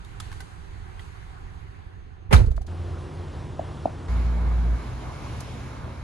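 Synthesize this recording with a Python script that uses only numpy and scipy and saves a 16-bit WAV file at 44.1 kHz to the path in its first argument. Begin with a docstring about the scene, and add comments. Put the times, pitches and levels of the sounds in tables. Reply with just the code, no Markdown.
"""Inside a parked car at night, then a wet crossing outdoors from two positions, joined by abrupt cuts.
In the car: belt gear clicks close by, road noise dulls as the door swings to, the door slams and the shell shudders.
At the crossing: idling engines and two far hollow knocks; then a truck whose exhaust booms as it rolls in.
Air, tyres, crashes and rustle are shaped noise; engines, thumps and rings are sines that drift or die away.
Each place reaches the left and right microphones with its own level and phase differences."""
import sys
import numpy as np
from scipy import signal
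from scipy.fft import rfft, irfft, next_fast_len
from scipy.io import wavfile
from scipy.ndimage import uniform_filter1d, map_coordinates

SR = 44100
rng = np.random.default_rng(int(sys.argv[2]) if len(sys.argv) > 2 else 0)


def to_wav(sig):
    """Store sig (one row per channel, or 1-D mono) as 16-bit WAV at the path in sys.argv[1].

    Samples outside -1..1 are clipped; the rate is SR.
    """
    pcm = np.clip(np.atleast_2d(sig), -1, 1) * 32767
    pcm = np.round(pcm).astype(np.int16)
    wavfile.write(sys.argv[1], SR, pcm.T)  # frames by channels


N = 266083
T = np.arange(SR // 2) / SR  # the half second given to each short sound


def amp(db):
    """Decibels to amplitude."""
    return 10 ** (np.asarray(db) / 20)


def unit(x):
    """Scales to rms 1."""
    return x / np.sqrt(np.mean(x ** 2) + 1e-20)


def along(points, hz):
    """Reads (Hz, value) points along a log frequency axis."""
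    f, v = np.transpose(points)
    return np.interp(np.log(hz + 1), np.log(f + 1), v)


def curves(rows):
    """One value per sample for each column after the time."""
    s, *cols = np.transpose(rows)
    return [np.interp(np.arange(N) / SR, s, c) for c in cols]


def wobble(rate, size=N):
    """A smooth random curve with `rate` knots a second."""
    knots = rng.standard_normal(int(size * rate / SR) + 4)
    return map_coordinates(knots, [np.arange(size) * rate / SR])


def filtered(x, response):
    """Applies a complex response given as a function of frequency."""
    m = next_fast_len(x.shape[-1] + 8192)
    return irfft(rfft(x, m) * response(np.fft.rfftfreq(m, 1 / SR)), m)[..., :x.shape[-1]]


def rush(spectrum, alike, patchy_db=0, size=N):
    """Coloured stereo noise of rms 1, its gain patchy in time and pitch, its sides alike by frequency."""
    z = signal.stft(rng.standard_normal((2, size + 512)), nperseg=512)[2]
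    field = uniform_filter1d(rng.standard_normal(z.shape[1:]), size=6, axis=0)
    field = uniform_filter1d(field, size=12, axis=1)
    pair = signal.istft(z * amp(patchy_db * unit(field)), nperseg=512)[1][:, :size]

    def mid_side(hz):
        turn = np.arccos(np.clip(along(alike, hz), -1, 1)) / 2
        return amp(along(spectrum, hz)) * [np.cos(turn), np.sin(turn)]

    mid, side = filtered(pair, mid_side)
    return unit(np.array([mid + side, mid - side]))


def add(track, s, sound):
    """Mixes a short sound in at time s."""
    track[..., round(s * SR):round(s * SR) + sound.shape[-1]] += sound


def dying(db, t60, rise):
    """Envelope of a blow: a soft rise times a decay of 60 dB in t60 seconds."""
    return amp(db - 60 * T / t60) * (1 - np.exp(-T / rise))


def ring(hz):
    """A short steady sine."""
    return np.sin(2 * np.pi * hz * T)


def sweep(hz):
    """A sine that follows a pitch curve."""
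    return np.sin(2 * np.pi * np.cumsum(hz) / SR)


def note(hz, drift):
    """A tone of rms 1 whose pitch drifts by a small share."""
    return np.sqrt(2) * sweep(hz * (1 + drift * wobble(6)))


def ambience(gains, spectra, alike, patchy_db):
    """Each distant layer has its own colour, level and patchiness, and wavers a little."""
    layers = zip(gains, spectra, patchy_db)
    return sum(gain * amp(0.43 * wobble(8.7)) * rush(colour, alike, patch_db)
               for gain, colour, patch_db in layers)


# Colours of the cabin air, one list each for low rumble, road and cloth rustle: hz, relative level_db [dB per Hz]
CABIN_AIR = [(11, -45), (18, -2.5), (92, -2), (133, -14), (176, -15), (200, -24.5), (406, -23),
             (500, -28.5), (650, -32), (1100, -120)], [(150, -51), (250, -27), (407, -4), (490, -36),
             (770, -1.5), (865, -7.5), (1010, -5.5), (1230, -7), (1580, -7), (4000, -23.5), (5200, -29),
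             (8800, -120)], [(1470, -34), (2500, -6.5), (4270, -2), (5460, -9), (6510, -5.5),
             (10400, -10.5), (11700, -13.5), (12800, -46), (15600, -52)]
# Likeness of left and right in the cabin: hz, likeness [0 to 1]
CABIN_ALIKE = [(45, 0.99), (130, 0.7), (300, 0.83), (1000, 0.4), (2800, 0.058), (6000, 0.58), (10000, 0.11)]
# Levels with the door open, for rumble, road and rustle: level_db
OPEN_DB = (-41, -51.5, -64.5)
# What the closing door takes from the same layers: loss_db
SHUT_LOSS_DB = (2.5, 9.5, 18)
# The slam shakes the cabin in the same colours: level_db, then t60_s, per layer
SHAKE_DB = (-17.5, -42, -69)
SHAKE_T60 = (0.63, 0.3, 1.8)
# Stir of cloth and seat around each gear click: level over the click in db, per layer
STIR_DB = (-12.5, -24, -26)
STIR_S = 0.066  # time constant of the stir's power
SWING_S, MUFFLED_S = 1.15, 2.38  # the door starts to swing; its muffling is complete, just after the slam
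MUFFLE_BEND = 1.84  # the muffling grows ever faster
THUD_S = 2.329  # the slam


def doorway():
    """Gain of each cabin layer: the door muffles the road, clicks stir cloth, the slam shakes everything."""
    t = np.arange(N) / SR
    muffling = np.clip((t - SWING_S) / (MUFFLED_S - SWING_S), 0, 1) ** MUFFLE_BEND
    stir = sum(amp(2 * db) * (t > s) * np.exp(-np.abs(t - s) / STIR_S) for s, db, *_ in GEAR)
    after = np.maximum(t - THUD_S, 0)
    gains = []
    for open_db, loss_db, stir_db, shake_db, t60 in zip(OPEN_DB, SHUT_LOSS_DB, STIR_DB, SHAKE_DB, SHAKE_T60):
        # doubled decibels are powers, so air and stir add as unrelated noise
        power = amp(2 * (open_db - loss_db * muffling)) + amp(2 * stir_db) * stir
        shake = amp(shake_db - 60 * after / t60) * (1 - np.exp(-after / 0.011))
        gains.append(np.sqrt(power) + shake)
    return gains


def cabin_air():
    """Rumble, road and rustle as noise layers whose levels follow door, clicks and slam."""
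    return ambience(doorway(), CABIN_AIR, CABIN_ALIKE, patchy_db=(.3, 1.5, 1.5))


# Levels at the crossing: engines level_db, tyre hiss level_db
CROSSING = (-36, -46)
# Colours of engines and tyre hiss: hz, relative level_db [dB per Hz]
CROSSING_AIR = [(11, -51), (18, -35), (27, -15), (85, -1), (194, -16), (354, -18), (600, -29), (780, -28),
                (1320, -120)], [(210, -18), (350, -6.5), (444, -6), (1010, -6.5), (2280, -20.5),
                (2810, -20), (5920, -29), (10500, -35), (12600, -62)]
# Likeness of left and right: hz, likeness [0 to 1]
CROSSING_ALIKE = [(700, 0.98), (1000, 0.56), (1800, 1), (6000, 1), (8000, .6)]


def crossing_air():
    """Distant engines and tyres on the wet road as two nearly steady noise layers."""
    return ambience(amp(CROSSING), CROSSING_AIR, CROSSING_ALIKE, patchy_db=(.3, 1.2))


# Levels as the truck rolls in: start_s, engines level_db, tyres level_db, spray level_db
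ARRIVAL = [(4.09, -37.5, -40, -52), (4.506, -34.5, -41.5, -56), (5.434, -37, -43, -50),
           (6.03, -37.5, -44, -58)]
# Colours of engines, tyres and spray: hz, relative level_db [dB per Hz]
ARRIVAL_AIR = [(11, -55), (18, -31), (42, -5), (70, 3.5), (127, -3), (200, -11.5), (238, -10), (600, -28.5),
               (780, -34), (1320, -120)], [(210, -3), (350, -2), (438, -2), (1030, -1.5), (1660, -8),
               (1940, -12.5), (2210, -8), (2830, -35), (4000, -21.5), (8800, -90)], [(1470, -19),
               (2500, -1.5), (2830, -3.5), (7140, -11.5), (8260, -19.5), (10600, -14), (12300, -27.5),
               (13400, -55)]
# Likeness of left and right: hz, likeness [0 to 1]
ARRIVAL_ALIKE = [(60, 0.94), (200, 0.95), (500, 0.76), (1000, 0.67), (2000, 0.67), (6000, 0.11)]


def arrival_air():
    """Engines, tyres and spray as noise layers that swell and sink on their own curves."""
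    return ambience(amp(curves(ARRIVAL)), ARRIVAL_AIR, ARRIVAL_ALIKE, patchy_db=(.3, 1.2, 1.2))


# A thin whine in the cabin: pitch_hz, level_db, both unsteady around these
WHINE = (6370, -85.5)


def whine():
    """A sine that flickers in pitch and strength, and is gone once the muffling is complete."""
    hz, db = WHINE
    return (np.arange(N) < MUFFLED_S * SR) * amp(db + 4.6 * wobble(24.8)) * note(hz, drift=0.00295)


# Engine notes of waiting and passing cars: start_s, end_s, pitch_hz, level_db
HUMS = [(2.55, 3.04, 86, -33), (3.05, 3.95, 86, -42), (3.9, 4.34, 88, -37), (2.75, 4.05, 150, -45.5),
        (2.6, 4.1, 353, -52), (4.05, 4.403, 248, -46), (4.5, 6.1, 123, -42), (5.3, 6.1, 84, -46)]


def hums():
    """Drifting engine sines that swell in and out over about a tenth of a second."""
    t = np.arange(N) / SR
    out = np.zeros(N)
    for start, end, hz, db in HUMS:
        fade = np.clip(np.minimum(t - start, end - t) / 0.091, 0, 1)
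        out += amp(db + wobble(6.8)) * fade * note(hz, drift=0.00385)
    return out


# Tick outdoors: start_s, level_db before the soft rise, t60_s
TICK = (5.404, -36.5, 0.0473)
# Dry snaps of cloth and plastic, also the colour of the tick: hz, relative level_db [dB per Hz]
SNAP = [(700, -25), (2600, -11), (4000, 1), (7000, -2), (11000, -2.5), (13500, -25), (15600, -40)]


def tick():
    """One short bright snap: a fast-dying burst of treble noise."""
    out = np.zeros((2, N))
    s, db, t60 = TICK
    add(out, s, dying(db, t60, 0.0011) * rush(SNAP, ARRIVAL_ALIKE, size=len(T)))
    return out


# Far hollow knocks: start_s, level_db before a 14 dB lift of the body, pitch_hz, t60_s, push level_db by that level
KNOCKS = [(3.5934, -16, 650, 0.015, -7), (3.8556, -5.5, 667, 0.011, -6.5)]
KNOCK_RISE_S = 0.0013
PUSH_HZ, PUSH_SAG_HZ, KNOCK_SAG_S = 130, 429, 0.0044  # the low push sinks to 130 Hz from 429 Hz above


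def knocks():
    """A few soft-edged cycles of a hollow body over a low push, then scattered answers from nearby cars."""
    out = np.zeros(N)
    soft = 1 - np.exp(-T / KNOCK_RISE_S)
    push_tone = sweep(PUSH_HZ + PUSH_SAG_HZ * np.exp(-T / KNOCK_SAG_S))
    for s, db, hz, t60, push_db in KNOCKS:
        body = dying(db + 14, t60, KNOCK_RISE_S) * soft * ring(hz)
        push = dying(db + push_db, 0.028, KNOCK_RISE_S) * push_tone
        add(out, s, soft * (body + push))
    scatter = rng.standard_normal((2, len(T))) * dying(-37.0, .11, 0.0018)
    late = np.pad(out, (round(.014 * SR), 0))[None]  # the answers come 14 ms later
    return out + signal.fftconvolve(late, scatter, axes=1)[:, :N]


# Firing orders of the truck's engine: multiple of the firing pitch, level_db by the boom
BOOM_ORDERS = [(1, 3.5), (2, -17), (3, -16.5), (4, -24.5)]
PULL_S, LIFT_S = 4.085, 4.75  # the engine pulls, then the pedal lifts
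BOOM_DB, SWELL_DB_PER_S = -25.5, 1.3
FADE_DB_PER_S = 300  # quick drop at the lift
COAST_DB, COAST_DB_PER_S = 9.5, 35  # then the boom coasts away more slowly
FIRING_HZ, SAG_HZ, SAG_S = 58.1, 1.7, .9  # pitch sinks around the lift


def truck():
    """Low firing orders boom in the exhaust while the engine pulls."""
    t = np.arange(N) / SR
    hz = FIRING_HZ - SAG_HZ * np.clip((t - LIFT_S) / SAG_S + .5, 0, 1)
    late = np.maximum(t - LIFT_S, 0)
    swell_db = SWELL_DB_PER_S * (np.minimum(t, LIFT_S) - PULL_S)
    drop_db = np.minimum(FADE_DB_PER_S * late, COAST_DB + COAST_DB_PER_S * late)
    turn = 2 * np.pi * np.cumsum(hz) / SR
    # the upper orders waver, the lowest holds
    tone = sum(amp(level + (k > 1) * 2.0 * wobble(8)) * np.sin(k * turn) for k, level in BOOM_ORDERS)
    onset = np.clip((t - PULL_S) / 0.034 + 0.37, 0, 1)
    return np.sqrt(2) * onset * amp(BOOM_DB + swell_db - drop_db + 0.33 * wobble(28)) * tone


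# Belt gear clicks: start_s, level_db, pitch_hz, second pitch_hz, snap level_db by the click, t60_s
GEAR = [(.047, -37.5, 3670, 1090, -3.5, 0.017), (.2, -27, 1270, 3420, -0.5, 0.029),
        (.315, -33, 1720, 880, -10, .025), (.325, -34.5, 1100, 1550, -9, 0.028),
        (.403, -33.5, 1530, 2002, -4, 0.042), (0.993, -33, 1980, 3200, -25, 0.027)]
# Rough body of a click: hz, relative level_db [dB per Hz]
CLACK = [(300, -24), (900, -3), (1800, -6), (2800, -7), (4200, -8), (6000, -30)]
CLACK_DB = -4.5  # by the rings


def gear():
    """Buckles and belt gear close to the microphones: two short rings, a rough clack and a dry snap."""
    out = np.zeros((2, N))
    for s, db, hz, second_hz, snap_db, t60 in GEAR:
        rings = ring(hz) + 0.63 * ring(second_hz)
        body = rings + amp(CLACK_DB) * rush(CLACK, CABIN_ALIKE, size=len(T))
        body = body * amp(1.8 * wobble(510, len(T)))  # plastic chatters as it rings
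        snap = amp(snap_db) * rush(SNAP, CABIN_ALIKE, size=len(T))
        add(out, s, dying(db, t60, 0.0034) * (body + snap))
    return out * amp([[-1.5], [1.5]])  # a little to the right


# Latch parts settling: start_s, level_db, pitch_hz, upper ring level_db by the low one, held_s
RINGS = [(2.482, -32, 420, -7, 0.0052), (2.516, -34, 660, -2.5, 0), (2.5785, -28, 663, 4.5, 0.0013),
         (2.612, -44.5, 760, -25, 0.0072), (2.646, -43, 660, -9, 0)]
RING_T60 = 0.023
UPPER_HZ, UPPER_T60, UPPER_SAG_S = 1650, 0.011, 0.00454  # starting pitch, decay, pitch time constant


def settling():
    """Rough little knocks to the left: a low ring, at times held by rubbing, under a shorter falling one."""
    out = np.zeros(N)
    upper_tone = sweep(UPPER_HZ * np.exp(-T / UPPER_SAG_S))
    for s, db, hz, upper_db, held in RINGS:
        pitch = hz + 12 * wobble(250, len(T))
        rough = amp(2.8 * wobble(330, len(T)))
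        low_fade = amp(-60 * np.maximum(T - held, 0) / RING_T60) * (1 - np.exp(-T / 0.0011))
        upper = dying(upper_db, UPPER_T60, 0.00086) * upper_tone
        add(out, s, amp(db) * rough * (low_fade * sweep(pitch) + upper))
    return np.outer([amp(5), amp(-15)], out)


# The door meets seal and striker: start_s, level_db, rise_s, t60_s, treble level_db by the crash
LATCH = [(2.307, -16, 0.016, 0.16, -36), (2.325, -6.5, 0.0026, 0.077, -16.5),
         (2.331, -13.5, 0.00075, 0.14, -11.5), (2.345, -25.5, 0.006, 0.29, -11),
         (2.432, -39.5, .005, .07, -19)]
# Colour of the crash through the door panel: hz, relative level_db [dB per Hz]
PANEL = [(88, -11), (190, -3), (310, -14.5), (520, -7.5), (620, -19), (813, -9), (1000, -15), (1490, -13),
         (1670, -19.5), (2320, -19), (5460, -41), (10400, -39), (15600, -68)]
# Colour of the trim, also the treble of the crash: hz, relative level_db [dB per Hz]
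TRIM = [(400, -33.5), (810, -8), (1050, -15), (2890, -14), (4110, -9), (10000, -18.5), (12200, -21.5),
        (13200, -50), (15600, -59)]


def latch_crash():
    """The latch crashes through the door panel: bursts of dull panel noise and brighter trim noise."""
    out = np.zeros((2, N))
    for s, db, rise, t60, treble_db in LATCH:
        crash = rush(PANEL, [(300, 0.45), (8000, 0.11)], patchy_db=1.3, size=len(T))
        bright = rush(TRIM, CABIN_ALIKE, size=len(T))
        add(out, s, dying(db, t60, rise) * (crash + amp(treble_db) * bright))
    return out


# Modes of the door steel: pitch_hz, level_db before a 23 dB cut, t60_s
CLANG = [(810, -2, 0.157), (1200, -4, .1), (1416, -11, 0.11), (1567, -12, .13), (2265, -13, 0.12),
         (2356, -10, .1)]
# The latch spring twangs: level_db, quick pitch_hz, long pitch_hz, t60_s
SPRING = (-30, 3714, 3930, .075)
SPRING_S = 2.362


def steel():
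    """Door steel and latch spring ring as sines that flutter in strength."""
    out = np.zeros((2, N))
    for hz, db, t60 in CLANG:
        add(out, 2.331, dying(db - 23, t60, 0.00123) * amp(2.5 * wobble(120, len(T))) * ring(hz))
    db, quick_hz, hz, t60 = SPRING
    twang = ring(hz) + 2.5 * amp(-60 * T / 0.035) * ring(quick_hz)
    add(out, SPRING_S, dying(db, t60, 0.0019) * amp(5.8 * wobble(520, len(T))) * twang)
    return out


# The closing door pushes the shell, then it rocks back: start_s, floor and air level_db, skin level_db
REBOUNDS = [(2.293, -26.5, -38), (2.397, -11.5, -21), (2.4154, -32, -6.5), (2.472, -15.5, -24),
            (2.506, -15.5, -33), (2.575, -23, -29), (2.609, -25, -31)]
# Heaving floor, cabin air, door skin: pitch_hz, t60_s, rise_s
SHELL = [(44.2, 0.25, .003), (60.8, 0.21, .003), (99, 0.12, 0.0075)]
THUD_DB, THUD_RISE_S, THUD_T60 = 14, 0.017, 0.133  # level before the slow rise
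THUD_START_HZ, THUD_END_HZ, THUD_SAG_S = 194, 54.6, .011


def thumps():
    """The squeezed cabin air drops in pitch as the seal gives; the shell rocks in low dying sines."""
    out = np.zeros((2, N))
    pitch = THUD_END_HZ + (THUD_START_HZ - THUD_END_HZ) * np.exp(-T / THUD_SAG_S)
    soft = (1 - np.exp(-T / THUD_RISE_S)) ** 2
    add(out, THUD_S, dying(THUD_DB, THUD_T60, THUD_RISE_S) * soft * sweep(pitch))
    for s, low_db, skin_db in REBOUNDS:
        for db, (hz, t60, rise) in zip((low_db, low_db, skin_db), SHELL):
            add(out, s, dying(db, t60, rise) * ring(hz))
    return out


RATTLE_S, RATTLE_GAP_S = 2.460, .0512
RATTLE_DB, RATTLE_T60 = -48.5, 0.075


def shudder():
    """Door skin and seats keep shaking as uneven low noise; loose trim slaps once each sway of the body."""
    out = np.zeros((2, N))
    colour = [(90, -20), (200, 0), (300, -6), (500, -5), (900, -14), (2200, -32), (4000, -90)]
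    shaking = rush(colour, CABIN_ALIKE, size=len(T)) * amp(4.1 * wobble(63.0, len(T)))
    add(out, 2.35, dying(-25.5, 0.31, 0.03) * shaking)
    for sway in range(5):
        slap = rush(TRIM, CABIN_ALIKE, patchy_db=1.5, size=len(T))
        add(out, RATTLE_S + sway * RATTLE_GAP_S, dying(RATTLE_DB, RATTLE_T60, 0.0019) * slap)
    return out


def slam():
    """The door slam: latch crash, steel ring, low cabin thumps and what is shaken loose afterwards."""
    return latch_crash() + steel() + thumps() + shudder()


# Left and right microphones in each place: hz, left minus right level_db, lead of the right [radians]
CABIN_PORTS = [(40, -4, .8), (130, -9, 1.4), (320, -10, 2.5), (500, -8, 4.5), (720, -2, 6.3),
               (1000, -2, 6.9), (5000, -1, 6.3)]
CROSSING_PORTS = [(45, -1, .2), (300, 0, .6), (800, 0, 1.0), (1400, 0, 0)]
ARRIVAL_PORTS = [(45, -1, .3), (200, 1, .4), (320, -3, .4), (700, -4, -1.4), (1400, -1, -.7),
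                 (6000, 0, -.3)]
CABIN_LAG = 0.000457  # s by which the right lags the left, before that lead


def ports(x, table, lag=0):
    """A place reaches the two microphones unequally in level and phase, split evenly between them."""
    side = np.array([[.5], [-.5]])
    rows = np.array(table)

    def response(hz):
        turn = 2 * np.pi * hz * lag - along(rows[:, ::2], hz)
        return amp(side * along(rows[:, :2], hz)) * np.exp(1j * side * turn)

    return filtered(x, response)


# Moments at which the place changes: start_s
CUTS = (2.677, 4.083)


def scene():
    """Car cabin, crossing and truck's arrival, joined by abrupt cuts."""
    engines = hums()
    cabin = cabin_air() + whine() + slam()
    crossing = crossing_air() + engines + knocks()
    arrival = arrival_air() + engines + tick() + truck()
    heard = [ports(cabin, CABIN_PORTS, CABIN_LAG) + gear() + settling(),
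             ports(crossing, CROSSING_PORTS),
             ports(arrival, ARRIVAL_PORTS)]
    place = np.searchsorted(CUTS, np.arange(N) / SR)
    # a blend of 50 samples keeps each cut from clicking
    share = uniform_filter1d(1. * (place == np.arange(3)[:, None]), size=50, axis=1)
    return sum(part * sound for part, sound in zip(share, heard))


TOP_HZ = 15757  # band limit


def record(dry):
    """The loudest peaks are rounded off, and nothing is kept above the band limit."""
    rounded = dry / (1 + np.abs(dry / .98) ** 6) ** (1 / 6)
    return filtered(rounded, lambda hz: hz < TOP_HZ)


dry = scene()
out = record(dry)
to_wav(out)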